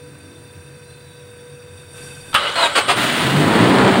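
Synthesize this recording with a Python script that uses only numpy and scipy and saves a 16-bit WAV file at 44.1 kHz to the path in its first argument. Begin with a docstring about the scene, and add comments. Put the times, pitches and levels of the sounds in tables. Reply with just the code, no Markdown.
"""A four-cylinder petrol engine is started outdoors, heard by one mono microphone over its open engine bay.
Each firing drives thump, boom, roar and clatter as the engine catches and flares up to a fast idle.
Before it the starter clacks in and grinds through three compressions: tooth noise plus gliding gear tones.
First, with the ignition on, wobbling tones hum and buzz like a servo, with a hiss and a faint whistle.
Coloured noise makes the air of the place, a low drone and a passing rush."""
import sys
import numpy as np
from scipy import signal
from scipy.fft import rfft, irfft
from scipy.io import wavfile
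from scipy.ndimage import map_coordinates

SR = 44100
rng = np.random.default_rng(int(sys.argv[2]) if len(sys.argv) > 2 else 0)


def store_pcm(level_fs):
    """Save levels as 16-bit WAV."""
    pcm = np.round(np.clip(level_fs, -1, 1) * 32767).astype(np.int16)
    wavfile.write(sys.argv[1], SR, np.atleast_2d(pcm).T)


N = 176400
T = np.arange(N) / SR  # time of each sample, s

# resonances of the starter housing: centre_hz [Hz], width_hz [Hz], level_db [dB]
HOUSING_MODES = [(590, 40, 1), (1290, 200, 0), (1478, 80, -4), (2000, 140, -6), (2945, 170, -2),
                 (3250, 200, -6), (3780, 160, -7)]


def amp(db):
    """Decibels to a linear gain."""
    return 10 ** (np.asarray(db) / 20)


def unit(x):
    """Scale to rms 1."""
    return x / np.sqrt(np.mean(x ** 2) + 1e-20)


def curves(rows):
    """One value per sample for each column after the time."""
    s, *cols = np.transpose(rows)
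    return [np.interp(T, s, c) for c in cols]


def wobble(rate):
    """A smooth random curve, rate knots a second."""
    knots = rng.standard_normal(int(N * rate / SR) + 4)
    return map_coordinates(knots, [T * rate])


def noise():
    """White noise."""
    return rng.standard_normal(N)


def turns(hz):
    """Cycles completed at a changing frequency."""
    return np.cumsum(hz) / SR


def tone(hz):
    """A sine of rms 1 at a changing frequency."""
    return np.sqrt(2) * np.sin(2 * np.pi * turns(hz))


def filtered(x, response):
    """x times a complex response of frequency."""
    spectrum = rfft(x, 2 * N)
    return irfft(spectrum * response(np.fft.rfftfreq(2 * N, 1 / SR)))[:N]


def coloured(x, points):
    """Causal filter through (Hz, dB) points; rms 1."""
    hz, db = np.transpose(points)

    def response(f):
        level_db = np.interp(np.log(f + 1), np.log(hz + 1), db)
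        cepstrum = irfft(np.log(amp(level_db)))
        # folding the cepstrum forward in time gives minimum phase
        return np.exp(rfft(np.r_[cepstrum[0], 2 * cepstrum[1:N]], 2 * N))
    return unit(filtered(x, response))


def resonate(x, modes):
    """x through parallel (Hz, width Hz, dB) resonances; rms 1."""
    def response(f):
        return sum(amp(db) * 1j * f * w / (c * c - f * f + 1j * f * w) for c, w, db in modes)
    return unit(filtered(x, response))


def pulses(rate, scatter_db):
    """One impulse per cycle, uneven in size; rms 1."""
    at = np.flatnonzero(np.diff(np.floor(turns(rate))) > 0)
    x = np.zeros(N)
    x[at] = amp(scatter_db * rng.standard_normal(len(at)))
    return unit(x)


def gated(rate, depth_db):
    """Noise that falls by depth_db over each cycle (rises if negative), then jumps back; rms 1."""
    return unit(noise() * amp(-depth_db * (turns(rate) % 1)))


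def bay(x):
    """Short dense reflections from bonnet and bulkhead, mixed equally with the direct sound."""
    t60_s = .08
    t = T[:SR // 4]
    tail = rng.standard_normal(len(t)) * amp(-60 * t / t60_s) * (t > .002)
    reflected = signal.fftconvolve(x, tail / np.linalg.norm(tail))[:N]
    return (x + reflected) / np.sqrt(2)


def engine():
    """Each firing thumps, booms in the exhaust, rattles the valve gear and pulses the fan and intake air."""
    # engine speed: time_s [s], firing_rate [firings a second]
    firing_speed = [(2.96, 26), (3.1, 33), (3.22, 41.5), (3.4, 50), (3.53, 54.5), (3.7, 62.8), (3.86, 64.6),
                    (4, 63)]
    # engine levels: time_s [s], exhaust_thump_db [dB], fan_intake_roar_db [dB], clatter_db [dB]
    engine_levels = [(2.78, -39, -72, -60), (2.94, -34, -63, -45), (2.975, -24, -53, -18.5),
                     (3.04, -24.5, -33, -18.5), (3.12, -26.5, -33, -21.5), (3.22, -25.5, -22.5, -20.5),
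                     (3.29, -25, -23, -21.5), (3.42, -17.5, -18.5, -22.5), (3.52, -21.5, -15.5, -24.5),
                     (3.61, -16.5, -13.5, -24.5), (3.87, -20.5, -13.5, -28.5), (4, -30, -14.5, -28.5)]
    # exhaust tone levels: time_s [s], boom_db [dB], overtones_db [dB]
    boom_levels = [(3.18, -70, -57), (3.25, -21, -35), (3.4, -16.5, -34), (3.53, -27, -27.5),
                   (3.7, -19, -26.5), (3.87, -21, -22.5), (4, -23.5, -26.5)]
    # boom overtones: order [multiple of the firing rate], relative_db [dB]
    firing_orders = [(4, -8), (5, -8), (6, 0), (9, -7), (18, -12)]
    # spectra of the three noises: frequency_hz [Hz], level_db [dB]
    thump_colour = [(20, -68), (45, -38), (75, -15.5), (115, 1.5), (200, -0.5), (320, -2.5), (450, -5),
                    (800, -19), (5000, -98)]
    roar_colour = [(20, -55), (45, -28), (110, -9), (280, 0), (420, -5.5), (520, -7), (750, -7), (950, -7),
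                   (1150, -9), (1960, -14), (2200, -16.5), (3500, -22), (4600, -26.5), (5750, -43),
                   (8700, -34), (12400, -72), (15500, -70)]
    clatter_colour = [(40, -60), (120, -29), (260, -1.5), (480, -22), (585, -4), (750, -7.5), (1950, -3.5),
                      (2380, -8), (3000, -5.5), (4200, -11.5), (5700, -24), (8820, -18.5), (12500, -34),
                      (15500, -25)]

    rate = curves(firing_speed)[0] * (1 + .006 * wobble(30))
    thump_db, roar_db, clatter_db = curves(engine_levels)
    boom_db, overtones_db = curves(boom_levels)

    thump = coloured(.5 * pulses(rate, scatter_db=3) + gated(rate, depth_db=1), thump_colour)
    boom = amp(boom_db + 1.4 * wobble(22.37)) * tone(3 * rate)
    overtones = sum(amp(overtones_db + db + 1.9 * wobble(22.12)) * tone(k * rate + 2 * wobble(40))
                    for k, db in firing_orders)

    puffs = bay(pulses(rate, scatter_db=2.5))
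    roar = coloured(gated(rate, depth_db=-1) + .5 * puffs, roar_colour)
    roar = roar * amp(0.74 * wobble(60))

    tick_rate = 4 * rate * (1 + 0.18 * wobble(150))
    ticks = bay(pulses(tick_rate, scatter_db=2.5))
    clatter = coloured(gated(rate, depth_db=2.0) + 0.4 * ticks, clatter_colour)
    clatter = clatter * amp(0.91 * wobble(70))

    turning = np.clip((T - engine_levels[0][0]) / 0.02, 0, 1)
    noises = amp(thump_db) * thump + amp(roar_db) * roar + amp(clatter_db) * clatter
    return turning * (noises + boom + overtones)


def starter():
    """Teeth grind and gears whine under each compression; between them the motor spins free.

    The housing groans and sings briefly where a gear tone glides through one of its resonances."""
    # starter gear whine: time_s [s], pitch_hz [Hz]
    whine_glide = [(2.34, 900), (2.4, 2000), (2.475, 2960), (2.555, 4250), (2.61, 4130), (2.66, 3690),
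                   (2.69, 3900), (2.755, 4680), (2.795, 4350), (2.885, 4950), (2.92, 4650), (2.98, 5050),
                   (3.23, 5100), (3.36, 3850)]
    # load of each compression: start_s [s], rise_s [s], end_s [s], level_db [dB], clean_mesh_share [0-1]
    compressions = [(2.556, 0.075, 2.66, -16, .42), (2.753, 0.003, 2.787, -12, .2),
                    (2.882, 0.005, 2.913, -12.7, .25)]
    # spectrum of the grinding teeth: frequency_hz [Hz], level_db [dB]
    grind_colour = [(60, -50), (130, -19), (330, -8.5), (600, 0.5), (1050, 1.5), (1700, -5), (3000, -1.5),
                    (3900, -10), (4800, -14), (5700, -24.5), (8660, -14.5), (12500, -38), (15500, -30)]
    # higher gear whines: multiple [of the whine pitch], level_db [dB]
    whine_overtones = [(2, -20), (2.48, -22)]
    # harmonics of the tooth mesh: number [multiple of the tooth rate]
    mesh_harmonics = [1, 2, 3, 4, 5, 6]
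    engage_s, let_go_s, coast_s = 2.345, 3.23, 0.059
    spin_up_db, spin_up_s = 4, 0.16  # extra strain while the motor gathers speed
    first_bite, release_s = .45, .015  # share of the load at first contact; decay after its end
    sing_hz, sing_width_hz, groan_width_hz = 2960, 110, 25

    whine_hz = curves(whine_glide)[0]
    tooth_hz = whine_hz / 12.2
    uneven_hz = tooth_hz * (1 + .04 * wobble(300))
    coasting = np.exp(-np.maximum(T - let_go_s, 0) / coast_s)
    running = np.clip((T - engage_s) / 0.048, 0, 1) * coasting
    strain = amp(spin_up_db * (T < engage_s + spin_up_s))

    teeth = gated(uneven_hz, depth_db=7)
    rasp = coloured(teeth, grind_colour)
    mesh = sum(amp(3 * wobble(60)) * tone(k * uneven_hz + 20 * wobble(150)) for k in mesh_harmonics)
    mesh = coloured(mesh, grind_colour)

    def whine(multiple):
        """A gear tone broken into strands by fast wobble of level and pitch."""
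        blur_hz = 88 * np.sqrt(multiple) * wobble(900)
        return amp(4 * wobble(110)) * tone(multiple * whine_hz + blur_hz)

    gear = amp(-3) * whine(1) * np.minimum(1, (3950 / whine_hz) ** 12)  # weakens above 3950 Hz
    for multiple, db in whine_overtones:
        gear = gear + amp(db) * whine(multiple) / (1 + (multiple * whine_hz / 9800) ** 16)

    groan_offset = (2 * tooth_hz - HOUSING_MODES[0][0]) / groan_width_hz
    groan = amp(-6) * tone(2 * uneven_hz) / (1 + groan_offset ** 2)

    loaded = np.zeros(N)
    for start, rise, end, db, share in compressions:
        bite = (T >= start) * np.clip(first_bite + (T - start) / (2 * rise), 0, 1)
        load = amp(db) * bite * np.exp(-np.maximum(T - end, 0) / release_s)
        grind = unit(share * mesh + (1 - share) * rasp)
        loaded += bay(load * grind) + load * (gear + groan)

    free = strain * amp(-29) * (housing(teeth) + amp(-2.5) * rasp)
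    sing = amp(-21) * whine(0.98) / (1 + ((whine_hz - sing_hz) / sing_width_hz) ** 2)
    sing = sing * (T < compressions[0][0])  # only before the first compression
    brushes = amp(-42) * bay(whine(1.8)) * np.minimum(1, (whine_hz / 4400) ** 4)
    return loaded + running * (free + sing + brushes)


def solenoid():
    """The pinion slams into the ring gear with a crack, bounces and rings the housing."""
    # solenoid and pinion hit home: time_s [s], relative_db [dB]
    impacts = [(2.33, -27.5), (2.343, -14), (2.349, -9.5), (2.36, -17.5), (2.378, -22.5)]
    # spectrum of the clack: frequency_hz [Hz], level_db [dB]
    clack_colour = [(88, -63), (150, -31), (695, -20), (860, -8), (966, -14), (1290, -0.5), (1980, -16.5),
                    (3100, -8), (6470, -39.5), (9000, -24), (15500, -69)]
    clack_t60_s, ring_t60_s, crack_t60_s = 0.092, 0.58, .08

    def envelope(t60):
        return sum(amp(db - 60 * np.abs(T - s) / t60) * (T >= s) for s, db in impacts)

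    clack = amp(1.0) * envelope(clack_t60_s) * coloured(noise(), clack_colour)
    ring = amp(-22) * envelope(ring_t60_s) * housing(noise())
    age = T - impacts[1][0]  # the crack comes with the second impact
    crack = amp(-25 - 60 * np.abs(age) / crack_t60_s) * (age >= 0) * noise()
    return clack + ring + crack


def housing(x):
    """The starter's casing rings at its resonances and rolls off above 4600 Hz; rms 1."""
    ringing = resonate(x, HOUSING_MODES)
    return unit(filtered(ringing, lambda hz: 1 / (1 + (hz / 4600) ** 10)))


def ignition_on():
    """A two-tone hum, the throttle servo's fuzzy odd-harmonic buzz, a priming hiss and a faint whistle."""
    # level of the hum: time_s [s], level_db [dB]
    hum_level = [(0, -42.5), (.07, -41.5), (.13, -54), (.28, -50), (.8, -47.5), (1.14, -48.5),
                 (1.22, -44.5), (1.55, -42.5), (1.72, -44.5), (1.88, -51.5), (2.0, -42), (2.15, -45.5),
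                 (2.3, -48.5)]
    # servo buzz before it swells with the hiss: harmonic [multiple], level_db [dB]
    buzz_harmonics = [(3, -59), (5, -60), (7, -59.5), (9, -62.5), (11, -66.5), (17, -60)]
    # level of the priming hiss: time_s [s], level_db [dB]
    hiss_level = [(1.72, -63.5), (1.78, -51), (1.88, -56), (1.98, -40.5), (2.1, -41), (2.22, -45.5),
                  (2.34, -41.5)]
    # spectrum of the hiss: frequency_hz [Hz], level_db [dB]
    hiss_colour = [(88, -12), (150, -8), (736, -19), (2600, -21.5), (6230, -30.5), (8660, -15),
                   (15500, -42)]
    # faint whistle: time_s [s], pitch_hz [Hz], level_db [dB]
    whistle_glide = [(.83, 4040, -66), (.9, 4080, -55), (1.0, 4040, -61), (1.1, 3880, -55),
                     (1.3, 3800, -63), (1.48, 3740, -63)]

    hum_hz = 487 + 1.65 * wobble(11.5)
    hum = amp(curves(hum_level)[0]) * tone(hum_hz)
    hum = hum + amp(-61.5 + 0.84 * wobble(7.6)) * tone(2 * hum_hz)

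    servo_hz = 516.6 + 2.8 * wobble(18)
    buzz = np.zeros(N)
    for k, db in buzz_harmonics:
        fuzz_hz = 28 * np.sqrt(k) * wobble(600)
        buzz += amp(db + 3.64 * wobble(110)) * tone(k * servo_hz + fuzz_hz)

    hiss_gain = amp(curves(hiss_level)[0])
    buzz = buzz * (1 + 2.18 * hiss_gain / hiss_gain.max())  # louder while the hiss is loud
    hiss = hiss_gain * coloured(noise(), hiss_colour)

    whistle_hz, whistle_db = curves(whistle_glide)
    whistle = amp(whistle_db) * tone(whistle_hz + 70 * wobble(570))
    return hum + buzz + hiss + whistle


def outdoors():
    """Background air, a distant low drone of slowly changing level and a soft low rush that comes and goes."""
    # spectrum of the air: frequency_hz [Hz], level_db [dB]
    air_colour = [(25, -34), (55, -26), (90, 10), (200, -3), (300, -2), (520, -4), (800, -13), (1600, -10),
                  (2600, -15), (3100, -19.5), (3700, -22.5), (4700, -22), (6200, -24.5), (7200, -23.5),
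                  (8800, -12.5), (11000, -25), (13900, -39), (15500, -18.5)]
    # resonances of the distant drone: centre_hz [Hz], width_hz [Hz], level_db [dB]
    drone_modes = [(91, 12, -2), (143, 10, 2)]
    # level of the low drone: time_s [s], level_db [dB]
    drone_level = [(0, -45), (1.6, -47.5), (2.28, -42.5), (2.9, -52)]
    rush_at_s, rush_spread_s = 0.24, 0.28

    air = amp(-45 + 0.18 * wobble(2.9)) * coloured(noise(), air_colour)
    drone = resonate(resonate(noise(), drone_modes), [(114.5, 25, 0)])
    drone = amp(curves(drone_level)[0] + 1.7 * wobble(5.2)) * drone
    swell = np.exp(-((T - rush_at_s) / rush_spread_s) ** 2)
    rush = amp(-48.5) * swell * resonate(noise(), [(290, 51, 0)])
    return air + drone + rush


def scene():
    """Everything heard over the engine bay, in mono."""
    return (engine() + starter() + solenoid() + ignition_on() + outdoors())[None]


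def record(dry):
    """The recorder rounds off peaks and keeps nothing above its band limit."""
    ceiling, top_hz = .95, 15800  # ceiling as a share of full scale
    x = dry[0] / (1 + np.abs(dry[0] / ceiling) ** 6) ** (1 / 6)
    return filtered(x, lambda hz: hz < top_hz)[None]


dry = scene()
out = record(dry)
store_pcm(out)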